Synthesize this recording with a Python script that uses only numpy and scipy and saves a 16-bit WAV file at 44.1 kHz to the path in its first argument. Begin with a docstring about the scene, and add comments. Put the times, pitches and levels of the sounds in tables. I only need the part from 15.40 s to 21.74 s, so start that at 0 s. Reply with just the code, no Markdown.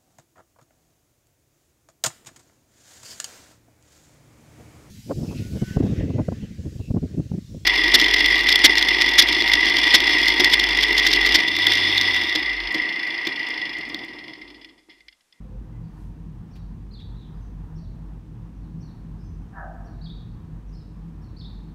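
"""A small bird chirps in a paved yard, heard at one microphone; the walls throw each note back.
Its syrinx whistles quick arcs of pitch, with softer, higher notes between the loud ones.
Far off, a dog gives one hoarse bark and other birds call faintly. Close to the microphone
there is one brief rustle and a few faint ticks. Behind it all, machinery hums steadily
under the rumble of distant traffic."""
import sys
import numpy as np
from scipy import signal
from scipy.fft import rfft, irfft, next_fast_len
from scipy.io import wavfile
from scipy.ndimage import map_coordinates

SR = 44100
rng = np.random.default_rng(int(sys.argv[2]) if len(sys.argv) > 2 else 0)


def transcribe(u):
    """Save the signal u as a 16-bit wav file named by the first command-line argument.

    u: samples, shape (n,) or (channels, n), limited to [-1, 1]; the rate is SR.
    q: integer samples, one column per channel.
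    """
    v = np.clip(np.atleast_2d(u).T, -1, 1)
    q = np.round(v * 32767).astype(np.int16)
    wavfile.write(sys.argv[1], SR, q)


N = 279725

# syllables of each kind of note: onset t/s, length/s, start f/Hz, middle f/Hz, end f/Hz, level/dB
LOUD_CHIRP = [(.002, 0.0141, 3910, 4360, 4540, -7), (0.018, 0.022, 4800, 5040, 4960, -12.5),
              (0.03, .018, 4550, 4510, 4460, -4), (0.04, 0.0162, 4400, 4020, 3480, -3),
              (0.05, .016, 3400, 3580, 3600, -3.5), (.080, 0.0255, 3296, 3687, 4170, -1.5),
              (0.103, 0.0189, 3920, 3602, 3370, -10.5)]
FLAT_CHIRP = [(.002, 0.0144, 3920, 4200, 4450, -9.5), (.014, 0.019, 4620, 4880, 4700, -12.5),
              (.027, .0235, 4400, 4260, 3950, -3), (.046, 0.02, 3830, 3525, 3520, -7.5),
              (.082, .022, 3400, 3620, 4000, -2), (.103, 0.0184, 3700, 3534, 3450, -4.5)]
TWITTER = [(0, .03, 5120, 5696, 5810, -2), (.024, .022, 4850, 4554, 4480, 0.5),
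           (.078, 0.0298, 4300, 4020, 3740, -3)]
DOUBLE_PEEP = [(.002, 0.03, 5130, 5300, 5290, -2), (.012, 0.038, 5400, 5680, 5400, -8),
               (.03, 0.018, 4540, 4490, 4500, -2.5), (.058, .026, 5320, 5250, 5000, -7.5),
               (.088, 0.0262, 4550, 4150, 3820, -7.5)]
THIN_WHISTLE = [(0.0013, 0.07, 6070, 6120, 6060, -1.5)]
DOWN_SLUR = [(.005, .035, 4220, 4040, 3850, 1), (.05, 0.0506, 3766, 3580, 3260, -1.5)]


def bird(loud_db=-0.5, soft_db=-3, loud_wall_db=-3, soft_wall_db=-7, wet_db=-1.5):
    """In the yard: loud chirps arrive directly and bounce hard off walls; soft notes are more diffuse."""
    # the song: t/s, level/dB, pitch factor, length factor, flutter as a share of the pitch, kind
    notes = [(0.429, -73, .76, .6, .035, THIN_WHISTLE), (1.106, -66, 0.99, 0.92, 0.029, TWITTER),
             (1.507, -51, 1.005, .98, .034, FLAT_CHIRP), (1.758, -61, 0.98, 1, 0.037, DOWN_SLUR),
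             (1.931, -74, 0.81, .7, .035, THIN_WHISTLE), (1.995, -74.5, 1, 1.05, .04, THIN_WHISTLE),
             (2.353, -64.5, 0.99, 1.04, .055, TWITTER), (3.14, -78, .955, .8, .035, THIN_WHISTLE),
             (3.21, -76, 1.1, .6, .03, DOWN_SLUR), (3.402, -63, 0.99, 0.9, 0.042, TWITTER),
             (3.78, -69, 0.82, .75, .045, THIN_WHISTLE), (3.825, -73, .993, 1.2, 0.017, THIN_WHISTLE),
             (4.441, -68, .995, 1.05, 0.033, TWITTER), (4.609, -49.5, 0.98, 1.04, .032, LOUD_CHIRP),
             (5.271, -73, 0.93, 0.87, 0.062, THIN_WHISTLE), (5.322, -61, 0.95, 0.89, .038, DOUBLE_PEEP),
             (5.814, -67.5, .965, 0.84, .028, TWITTER), (5.962, -49.5, 1.01, 1, 0.031, LOUD_CHIRP)]
    # echoes off the yard walls: delay/s, level/dB
    walls = [(.004, -3), (.0115, -6), (.027, -9), (.050, -9), (.125, -13), (.16, -16), (.188, -18),
             (.295, -21)]
    direct, to_walls, sung = np.zeros((3, N))
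    for s, db, pitch, stretch, flutter, kind in notes:
        loud = kind in (LOUD_CHIRP, FLAT_CHIRP)
        note = np.zeros(N)
        for onset, length, *pitches, accent_db in kind:
            syllable = whistle(s + stretch * onset, stretch * length, pitch * np.array(pitches), flutter)
            note += amp(db + accent_db) * syllable
        sung += note
        direct += note * amp(loud_db if loud else soft_db)
        to_walls += note * amp(loud_wall_db if loud else soft_wall_db)
    diffuse = amp(wet_db) * reverberation(sung, build_s=0.0028)
    return direct + ringing(echoed(to_walls, walls) + diffuse)


def whistle(start, length, pitches, flutter, fade_share=0.39):
    """One syllable: a pure tone on an arc of pitch, with a fast flutter of the syrinx."""
    t = np.arange(int(length * SR)) / SR
    tremble = map_coordinates(rng.standard_normal(200), [t * 450])
    phase = 2 * np.pi * np.cumsum(arc(t / length, pitches) * (1 + flutter * tremble)) / SR
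    tone = np.sqrt(2) * np.sin(phase) * signal.windows.tukey(len(t), fade_share)
    return np.pad(tone, (round(start * SR), N))[:N]


def echoed(x, walls):
    """Each wall returns a delayed, weaker copy to the microphone."""
    return sum(amp(db) * np.pad(x, (round(delay * SR), 0))[:N] for delay, db in walls)


def reverberation(x, build_s):
    """The yard's diffuse answer: it builds up, then each frequency dies at its own speed."""
    # a few pitches linger between the walls: f/Hz, time to fall 60 dB/s
    decay_times = [(500, 1.2), (1500, 0.8), (3200, .62), (3570, 0.62), (3900, 0.72), (4300, 0.86),
                   (4520, 0.85), (4800, 0.44), (5200, .85), (5600, 0.61), (10000, 0.53)]
    hz, t, spectra = signal.stft(rng.standard_normal(SR), SR, nperseg=512)
    shape = amp(-60 * t / along(decay_times, hz)[:, None]) * (1 - np.exp(-t / build_s))
    tail = signal.istft(spectra * shape, SR, nperseg=512)[1]
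    return signal.fftconvolve(x, tail / np.linalg.norm(tail))[:N]


def ringing(x):
    """Sound caught between the walls rings on at a few narrow pitches."""
    # yard resonances: f/Hz, width/Hz, level/dB
    modes = [(655, 21, -1), (774, 21, 7), (1258, 22, 6), (1545, 27, -5), (1696, 36, -6.5), (3550, 77, -12),
             (4480, 120, -11), (5180, 70, -1.5), (6030, 90, -6)]
    return filtered(x, lambda f: 1 + sum(amp(db) / (1 + 2j * (f - hz) / bw) for hz, bw, db in modes))


def dog(chest_db=-39, mouth_db=-41, jitter=.036, rasp_db=1, alternation=0.98, direct_db=-4.5, wet_db=-10):
    """Far off, one hoarse, falling bark: uneven pulses and gated noise through the sinking throat."""
    # resonances of chest and mouth: f/Hz, level/dB
    chest = [(350, -33), (560, -14.5), (660, 4), (770, -0.5), (860, -9), (1100, -24), (1600, -72)]
    mouth = [(600, -40), (780, -14), (920, 4.5), (1090, 1), (1370, 1.5), (1580, 6.5), (1780, 4.5),
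             (1930, -12), (2300, -27), (3200, -73)]
    # the mouth opens after the chest tone starts and closes sooner: t/s, attack/s, hold/s, release/s
    chest_stages = (4.1, .135, 0.0557, 0.0599)
    jaw_stages = (4.11, 0.06, 0.044, 0.087)
    # pitch of the bark: start f/Hz, middle f/Hz, end f/Hz
    bark_hz = (410, 370.2, 325.8)
    # echoes off the houses: delay/s, level/dB
    houses = [(.0125, -4.5), (.044, -11), (.13, -19), (.18, -14.5), (.3, -15), (.42, -25)]
    pitch = arc((np.arange(N) / SR - chest_stages[0]) / sum(chest_stages[1:]), bark_hz)
    phase = 2 * np.pi * np.cumsum(pitch * (1 + jitter * wobble(160))) / SR
    pulses = unit(sum(np.cos(k * phase) for k in range(1, 8)))
    pulses = unit(pulses * (1 + alternation * np.cos(phase / 2)))  # strong and weak pulses alternate
    rasp = unit(filtered(rng.standard_normal(N) * (1 + np.cos(phase)), lambda hz: hz < 2800))
    voice = pulses + amp(rasp_db) * rasp
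    bark = amp(chest_db) * throat(voice, chest, chest_stages, sag=0.027)
    bark += amp(mouth_db) * throat(voice, mouth, jaw_stages, sag=0.038)
    diffuse = amp(wet_db) * reverberation(bark, build_s=0.0036)
    return ringing(amp(direct_db) * (bark + echoed(bark, houses)) + diffuse)


def throat(voice, spectrum, stages, sag):
    """The voice through resonances that sink from a share sag above their pitch to as far below it."""
    start, *lengths = stages
    progress = np.clip((np.arange(N) / SR - start) / sum(lengths), 0, 1)
    closing = progress ** 2 * (3 - 2 * progress)
    high = coloured(voice, [(hz * (1 + sag), db) for hz, db in spectrum])
    low = coloured(voice, [(hz * (1 - sag), db) for hz, db in spectrum])
    return envelope(stages) * unit((1 - closing) * high + closing * low)


def far_birds(direct_db=-3, wet_db=-5):
    """Faint coos and whistles from beyond the yard."""
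    # calls: t/s, length/s, start f/Hz, end f/Hz, level/dB
    coos = [(.02, 0.065, 517, 515, -60.5), (.11, 0.054, 517, 507, -54), (0.318, 0.062, 2060, 2000, -66.5),
            (0.55, 0.065, 887, 950, -65), (0.662, 0.055, 943, 892, -68), (2.416, 0.063, 647, 645, -57.5),
            (6.149, .06, 366, 360, -58)]
    calls = sum(amp(db) * whistle(s, length, np.linspace(start_hz, end_hz, 3), flutter=0.016)
                for s, length, start_hz, end_hz, db in coos)
    return amp(direct_db) * calls + amp(wet_db) * reverberation(calls, build_s=0.0044)


def handling(t60=0.1, rise_s=0.003, rustle_db=-71):
    """A short rustle and tiny dry ticks close to the microphone."""
    # ticks: t/s, level/dB, dull above f/Hz
    ticks = [(1.153, -54, 15000), (1.16, -60.5, 15000), (1.599, -53.5, 8020), (5.288, -68, 12000)]
    # noise spectra of tick and rustle: f/Hz, level/dB
    tick_colour = [(800, -18), (2200, 1), (4500, -2.5), (7000, -15), (15000, -15)]
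    rustle_colour = [(1200, -24), (2400, -1), (5000, 0), (10000, -4), (12300, -4), (15000, -18)]
    # the rustle's swell: t/s, attack/s, hold/s, release/s
    rustle_stages = (0.39, 0.22, 0.032, 0.17)
    t = np.arange(N) / SR
    crackle, snaps = noise(tick_colour), np.zeros(N)
    for s, db, dull_hz in ticks:
        age = np.maximum(t - s, 0)
        snap = crackle * amp(db - 60 * age / t60) * (1 - np.exp(-age / rise_s))
        snaps += filtered(snap, lambda hz: 1 / np.sqrt(1 + (hz / dull_hz) ** 8))
    return snaps + amp(rustle_db) * envelope(rustle_stages) * noise(rustle_colour)


def machinery(waver_db=1.5, drift_rad=0.24):
    """Background motor tones that waver a little in level and phase."""
    # motor tones: f/Hz, rms level/dB
    hum = [(49.4, -42), (86.4, -56), (163.5, -55), (199, -56.5), (218.5, -65.5), (236.5, -62.5), (251, -61),
           (309, -64)]
    t = np.arange(N) / SR
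    return sum(np.sqrt(2) * amp(db + waver_db * wobble(4.014))
               * np.sin(2 * np.pi * hz * t + drift_rad * wobble(2.99)) for hz, db in hum)


def traffic(air_db=-59, unsteady_db=1.5):
    """Distant roads: rumble, drone and tyre noise each swell slowly over a faint even hiss."""
    # noise spectra of the four layers: f/Hz, level/dB
    rumble_colour = [(20, -54), (30, -30), (37, -11.5), (44, 5.5), (52, -3), (62, -8), (74, -11),
                     (88, -2.5), (102, -7.5), (118, -1), (133, -16.5), (160, -33), (300, -79)]
    drone_colour = [(90, -31), (135, -12), (152, -0.5), (166, 3), (180, -9.5), (200, -7.5), (240, -14.5),
                    (280, -15.5), (315, -13.5), (360, -28.5), (450, -35), (800, -73.5)]
    tyre_colour = [(450, -37), (700, 1), (980, 1.5), (1400, -7), (1850, -9), (2300, -24), (4000, -35.5)]
    air_colour = [(250, -7), (360, 1.5), (450, 0), (560, -6), (800, -21), (1500, -22), (2500, -20),
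                  (4800, -27.5), (6100, -28), (7400, -32.5), (9000, -32), (10400, -39), (11500, -36),
                  (15500, -42)]
    # slow swell: t/s, rumble level/dB, drone level/dB, tyre level/dB
    swell = [(0, -41.5, -42.5, -64.5), (.4, -43.5, -45, -63.5), (.7, -41.5, -43, -62),
             (1.4, -42.5, -46, -62.5), (2.1, -39, -44, -60.5), (2.8, -44, -43.5, -63),
             (3.4, -39.5, -42, -63), (4.2, -43.5, -45.5, -59.5), (4.7, -40, -41.5, -62),
             (5.4, -43.5, -45.5, -63), (6.34, -43.5, -42, -62)]
    rumble_db, drone_db, tyre_db = curves(swell)
    rumble = amp(rumble_db + unsteady_db * wobble(7)) * noise(rumble_colour)
    drone = amp(drone_db + unsteady_db * wobble(9)) * noise(drone_colour)
    tyres = amp(tyre_db + 1.92 * wobble(12)) * noise(tyre_colour)
    air = amp(air_db + 0.085 * wobble(6.4)) * noise(air_colour)
    return rumble + drone + tyres + air


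def throbs(drift_rad=0.74):
    """Now and then one low pitch of the distant rumble swells up and sinks back."""
    # swells: peak t/s, half-width/s, f/Hz, level/dB
    swells = [(.39, 0.11, 115, -39.5), (.45, 0.042, 163, -39), (1.92, 0.065, 158, -40),
              (2.35, 0.081, 165, -37.5), (3, 0.074, 116, -43), (3.36, .07, 162, -41.5),
              (3.92, 0.079, 85, -39.5), (4.66, .08, 161, -44), (4.9, 0.11, 113, -40.5)]
    t = np.arange(N) / SR
    return sum(np.sqrt(2) * amp(db) * np.exp(-((t - s) / width) ** 2)
               * np.sin(2 * np.pi * hz * t + drift_rad * wobble(19.6)) for s, width, hz, db in swells)


def amp(db):
    """Decibels to gain."""
    return 10 ** (np.asarray(db) / 20)


def unit(x):
    """Scale to rms 1."""
    return x / np.sqrt(np.mean(x ** 2) + 1e-20)


def arc(progress, pitches):
    """A smooth bend through a start, middle and end pitch as progress runs from 0 to 1."""
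    return np.polyval(np.polyfit([0, .5, 1], pitches, 2), np.clip(progress, 0, 1))


def envelope(stages):
    """Gain that swells, holds and dies away."""
    return np.interp(np.arange(N) / SR, np.cumsum(stages), [0, 1, 1, 0]) ** 2


def along(points, hz):
    """Interpolate (f/Hz, value) points on a log frequency axis."""
    f, values = np.transpose(points)
    return np.interp(np.log(hz + 1), np.log(f + 1), values)


def curves(rows):
    """One value per sample for each column after the time."""
    times, *columns = np.transpose(rows)
    return [np.interp(np.arange(N) / SR, times, column) for column in columns]


def wobble(rate):
    """A smooth random curve, rate knots a second."""
    return map_coordinates(rng.standard_normal(int(N * rate / SR) + 4), [np.arange(N) * rate / SR])


def filtered(x, response):
    """x through a gain that depends on frequency."""
    size = next_fast_len(N + SR // 2)
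    return irfft(rfft(x, size) * response(np.fft.rfftfreq(size, 1 / SR)), size)[:N]


def coloured(x, spectrum):
    """x shaped by (f/Hz, level/dB) points, at rms 1."""
    return unit(filtered(x, lambda hz: amp(along(spectrum, hz))))


def noise(spectrum):
    """Coloured noise of rms 1."""
    return coloured(rng.standard_normal(N), spectrum)


def scene():
    """Everything at one microphone in the yard."""
    return (bird() + far_birds() + dog() + machinery() + traffic() + throbs() + handling())[None]


def record(dry, top_hz=15700):
    """The recorder eases in and out over a few milliseconds and keeps nothing above its band limit."""
    eased = dry * signal.windows.tukey(N, .002)
    return np.array([filtered(channel, lambda hz: hz < top_hz) for channel in eased])


dry = scene()
out = record(dry)
transcribe(out)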